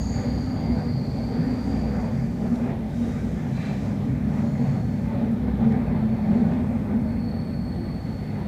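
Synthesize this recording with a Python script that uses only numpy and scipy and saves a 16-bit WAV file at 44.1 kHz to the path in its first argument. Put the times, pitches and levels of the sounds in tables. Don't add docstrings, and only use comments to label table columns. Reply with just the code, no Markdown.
import sys
import numpy as np
from scipy import signal
from scipy.fft import rfft, irfft
from scipy.io import wavfile
from scipy.ndimage import uniform_filter1d

SR = 44100
rng = np.random.default_rng(int(sys.argv[2]) if len(sys.argv) > 2 else 0)


def magnitude_from_level(level_db):
    exponent = np.asarray(level_db, float) / 20
    return 10 ** exponent


def store_wav(level_fs):
    pcm = np.round(np.clip(np.atleast_2d(level_fs), -1, 1) * 32767)
    wavfile.write(sys.argv[1], SR, pcm.T.astype(np.int16))


N = 373527
TIME = np.arange(N) / SR
HZ = np.arange(N // 2 + 1) * SR / N


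def unit(x):
    return x / np.sqrt(np.mean(x ** 2))


def curves(table):
    s, *columns = np.transpose(table)
    return [np.interp(TIME, s, c) for c in columns]


def walk(rate_hz):
    k = int(SR / rate_hz)
    steps = np.repeat(rng.standard_normal(N // k + 1), k)
    slewed = uniform_filter1d(uniform_filter1d(steps, k), k)
    return unit(slewed[:N])


def even(x, hold_s):
    k = int(hold_s * SR)
    power = uniform_filter1d(uniform_filter1d(unit(x) ** 2, k), k)
    return unit(x / np.sqrt(power + 0.12))


def ringing(modes, flicker_db, rate_hz):
    out = 0
    for hz, width_hz, db in modes:
        shape = 1 / (1 + (2 * (HZ - hz) / width_hz) ** 2)
        ring = unit(irfft(rfft(rng.standard_normal(N)) * shape, N))
        out = out + magnitude_from_level(db + flicker_db * walk(rate_hz)) * ring
    return unit(out)


def gliding(hz, width_hz):
    phase = 2 * np.pi * np.cumsum(hz) / SR
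    shape = 1 + (2 * HZ / width_hz) ** 2
    a, b = (irfft(rfft(rng.standard_normal(N)) / shape, N) for _ in range(2))
    return unit(a * np.cos(phase) + b * np.sin(phase))


def coloured(points, flicker_db, rate_hz):
    hz, db = np.transpose(points)
    octave = np.log2(HZ + 1)
    colour_db = np.interp(octave, np.log2(hz), db, left=-200, right=-200)
    whole = rfft(rng.standard_normal(N)) * magnitude_from_level(colour_db)
    out = 0
    for centre in np.arange(np.log2(hz[0]), np.log2(hz[-1]) + .5, .5):
        band = np.clip(1 - 2 * np.abs(octave - centre), 0, 1)
        out = out + magnitude_from_level(flicker_db * walk(rate_hz)) * irfft(whole * band, N)
    return unit(out)


def swell(s, length_s):
    return np.exp(-(2 * (TIME - s) / length_s) ** 2)


# time in seconds, then walls, drone, roof, roar, rush and air in dB.
LAYER_LEVELS = [(0.0, -31, -33, -38.5, -41, -51.5, -60), (0.5, -30, -30, -34.5, -39.5, -50.5, -61),
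                (1.05, -30, -31, -43, -38, -52.5, -62), (1.6, -32.5, -27.5, -35.5, -37.5, -48.5, -60),
                (2.05, -29.5, -29.5, -41, -37.5, -49.5, -61.5), (2.3, -31, -28.5, -43, -41, -54, -64),
                (2.55, -30, -29, -45, -37, -49.5, -61.5), (2.95, -33.5, -31.5, -42, -41.5, -52, -61),
                (3.6, -30, -29.5, -42.5, -38.5, -50, -60), (4.1, -29.5, -30, -34.5, -40, -51.5, -61),
                (4.7, -26, -30.5, -40, -40, -51.5, -62.5), (5.35, -31.5, -26.5, -43, -38.5, -51, -61),
                (5.9, -27, -26.5, -43, -38, -50, -62), (6.5, -31.5, -27, -48.5, -38, -50.5, -61.5),
                (7.0, -32, -25.5, -39, -39.5, -52, -65), (7.5, -31, -31.5, -41, -40.5, -52.5, -64.5),
                (8.05, -32.5, -33.5, -42, -42, -52.5, -63), (8.47, -32.5, -33.5, -47, -39.5, -50.5, -60)]


def layer_db(name):
    names = ["walls", "drone", "roof", "roar", "rush", "air"]
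    return curves(LAYER_LEVELS)[names.index(name)]


# centre in seconds, rise of the roar in dB, length in seconds.
ROUGH_STRETCHES = [(0.25, 5, 0.2), (0.757, 3.5, 0.26), (1.36, 2, 0.072), (1.487, 2.5, 0.14),
                   (1.97, 2, 0.28), (2.445, 3, 0.086), (2.693, 3.5, 0.15), (3.117, 2.5, 0.3),
                   (4.404, 4, 0.16), (4.647, 3, 0.18), (5.163, 2, 0.18), (5.26, 3, 0.092),
                   (5.37, 1.5, 0.017), (5.481, 4.5, 0.023), (5.644, 4.5, 0.055), (5.753, 4.5, 0.11),
                   (5.898, 2.5, 0.16), (6.34, 0.5, 0.088), (6.45, 3.5, 0.51), (6.943, 3, 0.16),
                   (7.805, -0.5, .12), (8.375, 1.5, .2)]


def rough_rail():
    return sum(db * swell(s, length_s) for s, db, length_s in ROUGH_STRETCHES)


# frequency in Hz, relative density in dB per Hz.
MIC_SPECTRUM = [(2940, -35.5), (5000, -4.5), (6870, -19.5), (8290, -9), (14600, -8.5), (15800, -17.5)]


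def microphone_hiss():
    level_db = -68
    return magnitude_from_level(level_db) * coloured(MIC_SPECTRUM, .2, 5.)


# time in seconds, rms in dB.
HUM_LEVEL = [(0, -35), (1.5, -38.5), (3, -38), (5.5, -38), (6.1, -40), (7, -39), (8.47, -37)]


def hum():
    hum_hz = 101.8
    phase = 2 * np.pi * np.cumsum(hum_hz * (1 + .005 * walk(2.5))) / SR
    level_db = curves(HUM_LEVEL)[0] + 1.3 * walk(4.)
    return np.sqrt(2) * magnitude_from_level(level_db) * np.sin(phase)


# start in seconds, initial puff level in dB, pitch in Hz, t60 in seconds,
# initial broad crack level in dB.
TRIM_TICKS = [(2.557, -47.5, 5000, .03, -57), (5.315, -66, 11000, .09, -73), (5.333, -66, 10600, .07, -73),
              (5.722, -53, 4600, .035, -59)]


def ticks():
    out = np.zeros(N)
    t = np.arange(SR // 10) / SR
    grits = rng.standard_normal((len(TRIM_TICKS), len(t)))
    broad = signal.butter(2, [2500, 9500], "band", fs=SR, output="sos")
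    for (s, db, hz, t60_s, crack_db), grit in zip(TRIM_TICKS, grits):
        k = int(s * SR)
        pitched = signal.butter(2, [0.64 * hz, 1.1 * hz], "band", fs=SR, output="sos")
        puff = magnitude_from_level(db) * unit(signal.sosfilt(pitched, grit))
        crack = magnitude_from_level(crack_db) * unit(signal.sosfilt(broad, grit))
        out[k:k + len(t)] += magnitude_from_level(-60 * t / t60_s) * (puff + crack)
    return out


# time in seconds, level in dB.
SCRAPE_LEVEL = [(3.4, -80), (3.52, -56), (3.58, -47.5), (3.63, -45), (3.69, -45), (3.74, -51), (3.8, -54),
                (3.95, -66), (4.1, -95)]
# centre in Hz, width in Hz, relative level in dB.
SCRAPE_MODES = [(1160, 250, -3), (1730, 300, -1), (1970, 250, -5), (2370, 110, -2.5), (2300, 500, -3.5),
                (2620, 200, -5), (3120, 600, -10), (3570, 300, -9), (4040, 120, -8), (3950, 500, -7),
                (4600, 600, -13.5)]


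def scrape():
    return magnitude_from_level(curves(SCRAPE_LEVEL)[0]) * even(ringing(SCRAPE_MODES, 0.77, 30.), .05)


# time in seconds, lower line in dB, upper line in dB.
CORE_LEVELS = [(0, -75, -75), (.8, -70, -76), (1.0, -64, -72), (1.6, -70, -76), (2.3, -87, -88),
               (4.25, -85, -88), (4.45, -70, -75), (4.7, -70, -70), (5.05, -71, -78), (5.3, -84, -85),
               (5.65, -85, -81), (5.85, -77.5, -72.5), (6.15, -71, -73), (6.4, -75, -71), (6.7, -80, -75.5),
               (6.95, -85, -83), (7.15, -70, -70), (7.3, -64, -65), (7.45, -68, -64), (7.65, -60, -70),
               (7.9, -62, -61), (8.1, -63, -65), (8.25, -63, -66), (8.47, -70, -67)]
CORE_HZ = (4376, 4462)


def cores():
    out = 0
    for db, hz in zip(curves(CORE_LEVELS), CORE_HZ):
        line = even(gliding(hz + 7 * walk(3.), 14.), .08)
        out = out + magnitude_from_level(db + 1.0 * walk(15.)) * line
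    return out


# time in seconds, rubbing hiss in dB, narrow rim song in dB.
FLANGE_LEVELS = [(0.0, -58.5, -59), (0.3, -61, -56), (0.66, -63.5, -61), (0.95, -62.5, -53.5),
                 (1.8, -59.5, -63), (2.35, -62.5, -68), (2.62, -61.5, -72), (2.74, -67, -73),
                 (2.84, -64.5, -71), (2.98, -59, -73), (3.15, -58, -76), (3.45, -61, -76),
                 (3.66, -57.5, -65), (3.95, -61, -77), (4.2, -66, -73), (4.38, -61.5, -67),
                 (4.72, -62.5, -62.5), (5.03, -63, -69), (5.15, -67.5, -72), (5.55, -68, -79),
                 (5.8, -68, -69.5), (6.4, -66.5, -67.5), (6.65, -67.5, -73), (6.95, -69.5, -75),
                 (7.1, -70, -63), (7.2, -70, -60), (7.28, -71, -55), (7.52, -70, -57.5), (7.76, -70, -58),
                 (7.88, -70.5, -58), (7.93, -69, -57.5), (8.2, -66, -61), (8.47, -69, -64)]
# frequency in Hz, relative density in dB per Hz.
RUB_SPECTRUM = [(3300, -38.5), (4100, -10), (4800, -2.5), (5950, -3), (7600, -6), (8900, -13.5),
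                (10600, -16.5), (12400, -22), (15000, -25.5)]
# time in seconds, level in dB.
WIDE_SONG = [(0, -50.5), (.2, -51), (.5, -51.5), (.8, -52.5), (1.1, -55.5), (1.5, -53), (1.8, -55.5),
             (2.05, -60), (2.25, -63.5), (2.45, -69), (2.7, -80), (2.9, -97)]
HIGH_SONG = [(0, -47), (.18, -51.5), (.36, -63), (.75, -69), (1.0, -87), (1.5, -85), (1.7, -70),
             (2.05, -72), (2.3, -90), (4.3, -91), (4.45, -66), (4.8, -71), (5.1, -91)]
THIN_SONG = [(6.2, -88.5), (6.6, -74), (7.0, -76), (7.3, -75), (7.8, -72), (8.2, -78), (8.47, -83)]
LIGHT_CONTACT = [(2.8, -97), (2.9, -71), (3.0, -63), (3.12, -61), (3.22, -66), (3.28, -75), (3.4, -93.5)]
# centre in Hz, width in Hz, relative level in dB.
RIM_MODES = [
    [(4420, 90, -3.5), (4200, 60, -12), (4300, 100, -7.5), (4544, 110, -9)],
    [(4660, 40, -8.5), (4851, 35, -12.5), (4770, 40, -10), (4697, 120, -2.5), (4820, 100, -5.5),
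     (4650, 50, -7.5), (4540, 130, -4), (4100, 130, -17)],
    [(6620, 50, -6), (6830, 290, -1.5), (6540, 260, -5)],
    [(8150, 200, 3.5), (8500, 260, 2)],
    [(3750, 200, -2), (8800, 800, -12), (10500, 1000, -14.5)],
]


def flanges():
    rub_db, narrow_db = curves(FLANGE_LEVELS)
    others = (WIDE_SONG, HIGH_SONG, THIN_SONG, LIGHT_CONTACT)
    songs_db = [narrow_db] + [curves(song)[0] for song in others]
    songs = 0
    for db, modes in zip(songs_db, RIM_MODES):
        song = even(ringing(modes, 1.4, 12.0), 0.057)
        songs = songs + magnitude_from_level(db + .9 * walk(30.)) * song
    rub = magnitude_from_level(rub_db + 0.61 * walk(12.)) * coloured(RUB_SPECTRUM, 0.75, 12.)
    return rub + songs + cores()


# frequency in Hz, relative density in dB per Hz.
SEAL_SPECTRUM = [(2200, -32), (2650, -3), (3100, -1), (3750, -1), (4100, -4), (5000, -16.5), (6500, -37)]


def air(flicker):
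    rise_share = 0.42
    level_db = layer_db("air") + rise_share * rough_rail() + 1.0 * flicker
    return magnitude_from_level(level_db) * even(coloured(SEAL_SPECTRUM, 1.0, 13.0), 0.12)


# frequency in Hz, relative density in dB per Hz.
RUSH_SPECTRUM = [(700, -47.5), (950, -3.5), (1120, -10), (1210, 3), (1300, -5), (1450, -2), (2150, -3),
                 (2480, -7.5), (2640, -11.5), (3100, -35.5), (3600, -56)]
# centre in Hz, width in Hz, relative level in dB.
FRAME_MODES = [(1196, 28, -2.5), (1344, 40, -4), (1485, 37, 0), (1625, 43, -6), (1765, 56, 2),
               (1937, 60, 1), (2140, 28, -2.5), (2293, 45, -7), (2435, 52, -4.5)]
FITTING_MODES = [(1105, 140, -1.5), (1330, 130, -0.5), (1547, 160, 1), (1794, 150, 0), (2067, 150, 0),
                 (2305, 160, -2.5), (2530, 190, -8.5)]


def rush():
    rise_share = 0.92
    frames = magnitude_from_level(-7.5) * ringing(FRAME_MODES, 3.6, 12.0)
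    fittings = magnitude_from_level(-6) * ringing(FITTING_MODES, 4.5, 22.)
    level_db = layer_db("rush") + rise_share * rough_rail() + 0.9 * walk(14.)
    return magnitude_from_level(level_db) * even(coloured(RUSH_SPECTRUM, 1.7, 18.0) + frames + fittings, 0.2)


# frequency in Hz, relative density in dB per Hz.
ROAR_SPECTRUM = [(180, -26), (300, -1.5), (317, -3), (453, -4), (682, -7), (768, -6.5), (1100, -18.5),
                 (1430, -33), (2420, -120)]
# centre in Hz, width in Hz, relative level in dB.
PANE_MODES = [(358, 32, 0.5), (420, 48, 0.5), (491, 18, -0.5), (573, 26, 1), (629, 25, -2.5),
              (784.5, 38, -2), (883, 43, -6)]


def roar(flicker):
    panes = magnitude_from_level(-5.0) * ringing(PANE_MODES, 3.1, 10.)
    level_db = layer_db("roar") + rough_rail() + 0.84 * flicker
    return magnitude_from_level(level_db) * even(coloured(ROAR_SPECTRUM, 1.4, 12.) + panes, 0.17)


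def rolling():
    flicker = walk(16.)
    return roar(flicker) + rush() + air(flicker)


# centre in Hz, width in Hz, relative level in dB.
SHAKE_MODES = [(33, 20, -19), (52, 24, -2), (83.6, 14, 2)]
# time in seconds, offset in dB.
SHAKE_RISE = [(0, 3), (2, 1.5), (5, -1.5), (6.3, 3.5), (7.6, 3), (8.47, 1)]


def shaking():
    base_db = -40.5
    return magnitude_from_level(base_db + curves(SHAKE_RISE)[0]) * ringing(SHAKE_MODES, 0.99, 1.7)


# centre in Hz, width in Hz, relative level in dB.
ROOF_MODES = [(271.2, 24, 0)]


def roof():
    return magnitude_from_level(layer_db("roof")) * even(ringing(ROOF_MODES, .6, 1.7), 0.18)


# centre in Hz, width in Hz, relative level in dB.
BOOM_MODES = [(63.8, 10, 0)]


def boom():
    level_db = -40.5
    return magnitude_from_level(level_db) * even(ringing(BOOM_MODES, .6, 12.0), 0.26)


# centre in Hz, width in Hz, relative level in dB.
WALL_MODES = [(114, 40, -2.5), (140, 34, 0), (162.5, 27, -3.5), (180, 26, -2.5)]


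def walls():
    wander_hz = 150.5 + 18 * walk(7.)
    ring = ringing(WALL_MODES, 1.0, 4.4) + 0.58 * gliding(wander_hz, 10.7)
    return magnitude_from_level(layer_db("walls")) * even(ring, 0.15)


# centre in Hz, width in Hz, relative level in dB.
DRONE_MODES = [(202.8, 23.6, -1), (232, 29.7, -1), (246.7, 14.7, -5)]


def drone():
    rise_share = 0.86
    wander_hz = 224.2 + 11 * walk(5.)
    ring = ringing(DRONE_MODES, 1.1, 3.3) + 0.9 * gliding(wander_hz, 12.)
    return magnitude_from_level(layer_db("drone") + rise_share * rough_rail()) * even(ring, 0.097)


# centre in seconds, pitch in Hz, peak rms level in dB, length in seconds.
RUMBLE_BLOOMS = [(0.053, 63.8, -30.5, 0.25), (0.377, 64.5, -31, 0.16), (0.724, 64, -29, 0.13),
                 (0.707, 236, -25, 0.084), (0.975, 129.7, -25.5, 0.11), (1.295, 64, -32, .14),
                 (1.404, 162.3, -22.5, 0.043), (1.46, 267.7, -28.5, 0.1), (1.725, 269.7, -28, 0.1),
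                 (1.86, 64.7, -28.5, 0.39), (2.192, 134, -27, 0.17), (2.526, 232, -22.5, 0.054),
                 (2.667, 232, -25, 0.15), (3.024, 235.2, -22.5, 0.077), (3.14, 63, -32.5, 0.49),
                 (3.52, 132, -27, 0.11), (3.99, 206, -28.5, 0.18), (4.097, 125, -27.5, 0.1),
                 (4.18, 65.5, -33, 0.25), (4.297, 202, -28.5, 0.27), (4.43, 228, -26, 0.11),
                 (4.55, 63.7, -35, 0.16), (4.625, 234, -23, 0.055), (4.705, 141.2, -23, 0.098),
                 (5.06, 62, -34.5, 0.11), (5.214, 232, -26, 0.29), (5.52, 66.5, -30.5, .26),
                 (5.66, 229.1, -20.5, 0.15), (5.71, 140, -28.5, 0.19), (5.883, 61.6, -29.5, 0.096),
                 (5.89, 215, -24.5, 0.062), (6.052, 225, -24.5, 0.055), (6.128, 220, -23, 0.044),
                 (6.286, 180, -25, 0.14), (6.297, 228, -18, 0.04), (6.36, 225, -20, 0.04),
                 (6.406, 246, -22.5, 0.11), (6.441, 212.4, -21.5, 0.13), (6.492, 166, -24.5, 0.12),
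                 (6.896, 232, -23.5, 0.15), (6.97, 213, -24, 0.074), (7.447, 232, -30, 0.11),
                 (7.603, 64, -36, 0.23), (7.56, 140, -32.5, 0.12), (7.814, 345, -40.5, 0.18),
                 (0.216, 770, -42, .08), (.25, 500, -44, .1), (0.803, 484.5, -42, .12),
                 (1.315, 464, -40, .08), (1.36, 350, -42, 0.049), (1.92, 490, -40.5, 0.17),
                 (1.998, 750, -43, .1), (2.09, 520, -41, .1), (2.436, 452, -40, 0.073),
                 (2.708, 669, -42, .07), (2.7, 400, -41.5, .09), (4.617, 450, -38.5, 0.063),
                 (5.25, 452, -36.5, .07), (5.72, 445, -38.5, 0.19), (6.11, 570, -45.5, 0.075),
                 (6.402, 425, -40.5, .16), (6.88, 420, -42.5, .06), (7.07, 629, -44, .06),
                 (8.424, 351, -39, 0.054), (8.42, 980, -48, .06)]


def blooms():
    waver_s = np.cumsum(1 + 0.01201 * walk(12.)) / SR
    starts = rng.random(len(RUMBLE_BLOOMS))
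    out = 0
    for (s, hz, db, length_s), start in zip(RUMBLE_BLOOMS, starts):
        tone = np.sqrt(2) * np.sin(2 * np.pi * (hz * waver_s + start))
        out = out + magnitude_from_level(db) * swell(s, length_s) * tone
    return out


def body():
    low = boom() + walls() + drone() + roof() + blooms()
    panel = 1 / (1 + (2 * (HZ - 455) / 60) ** 2)
    slap = irfft(rfft(low ** 2) * panel, N)
    return low + magnitude_from_level(-4.5) * slap + shaking()


def scene():
    return (hum() + ticks() + scrape() + flanges() + rolling() + body())[None]


def top_cut(x):
    return signal.sosfilt(signal.butter(12, 15970, fs=SR, output="sos"), x)


def record(dry):
    mix = dry + microphone_hiss()
    return top_cut(mix)


dry = scene()
out = record(dry)
store_wav(out)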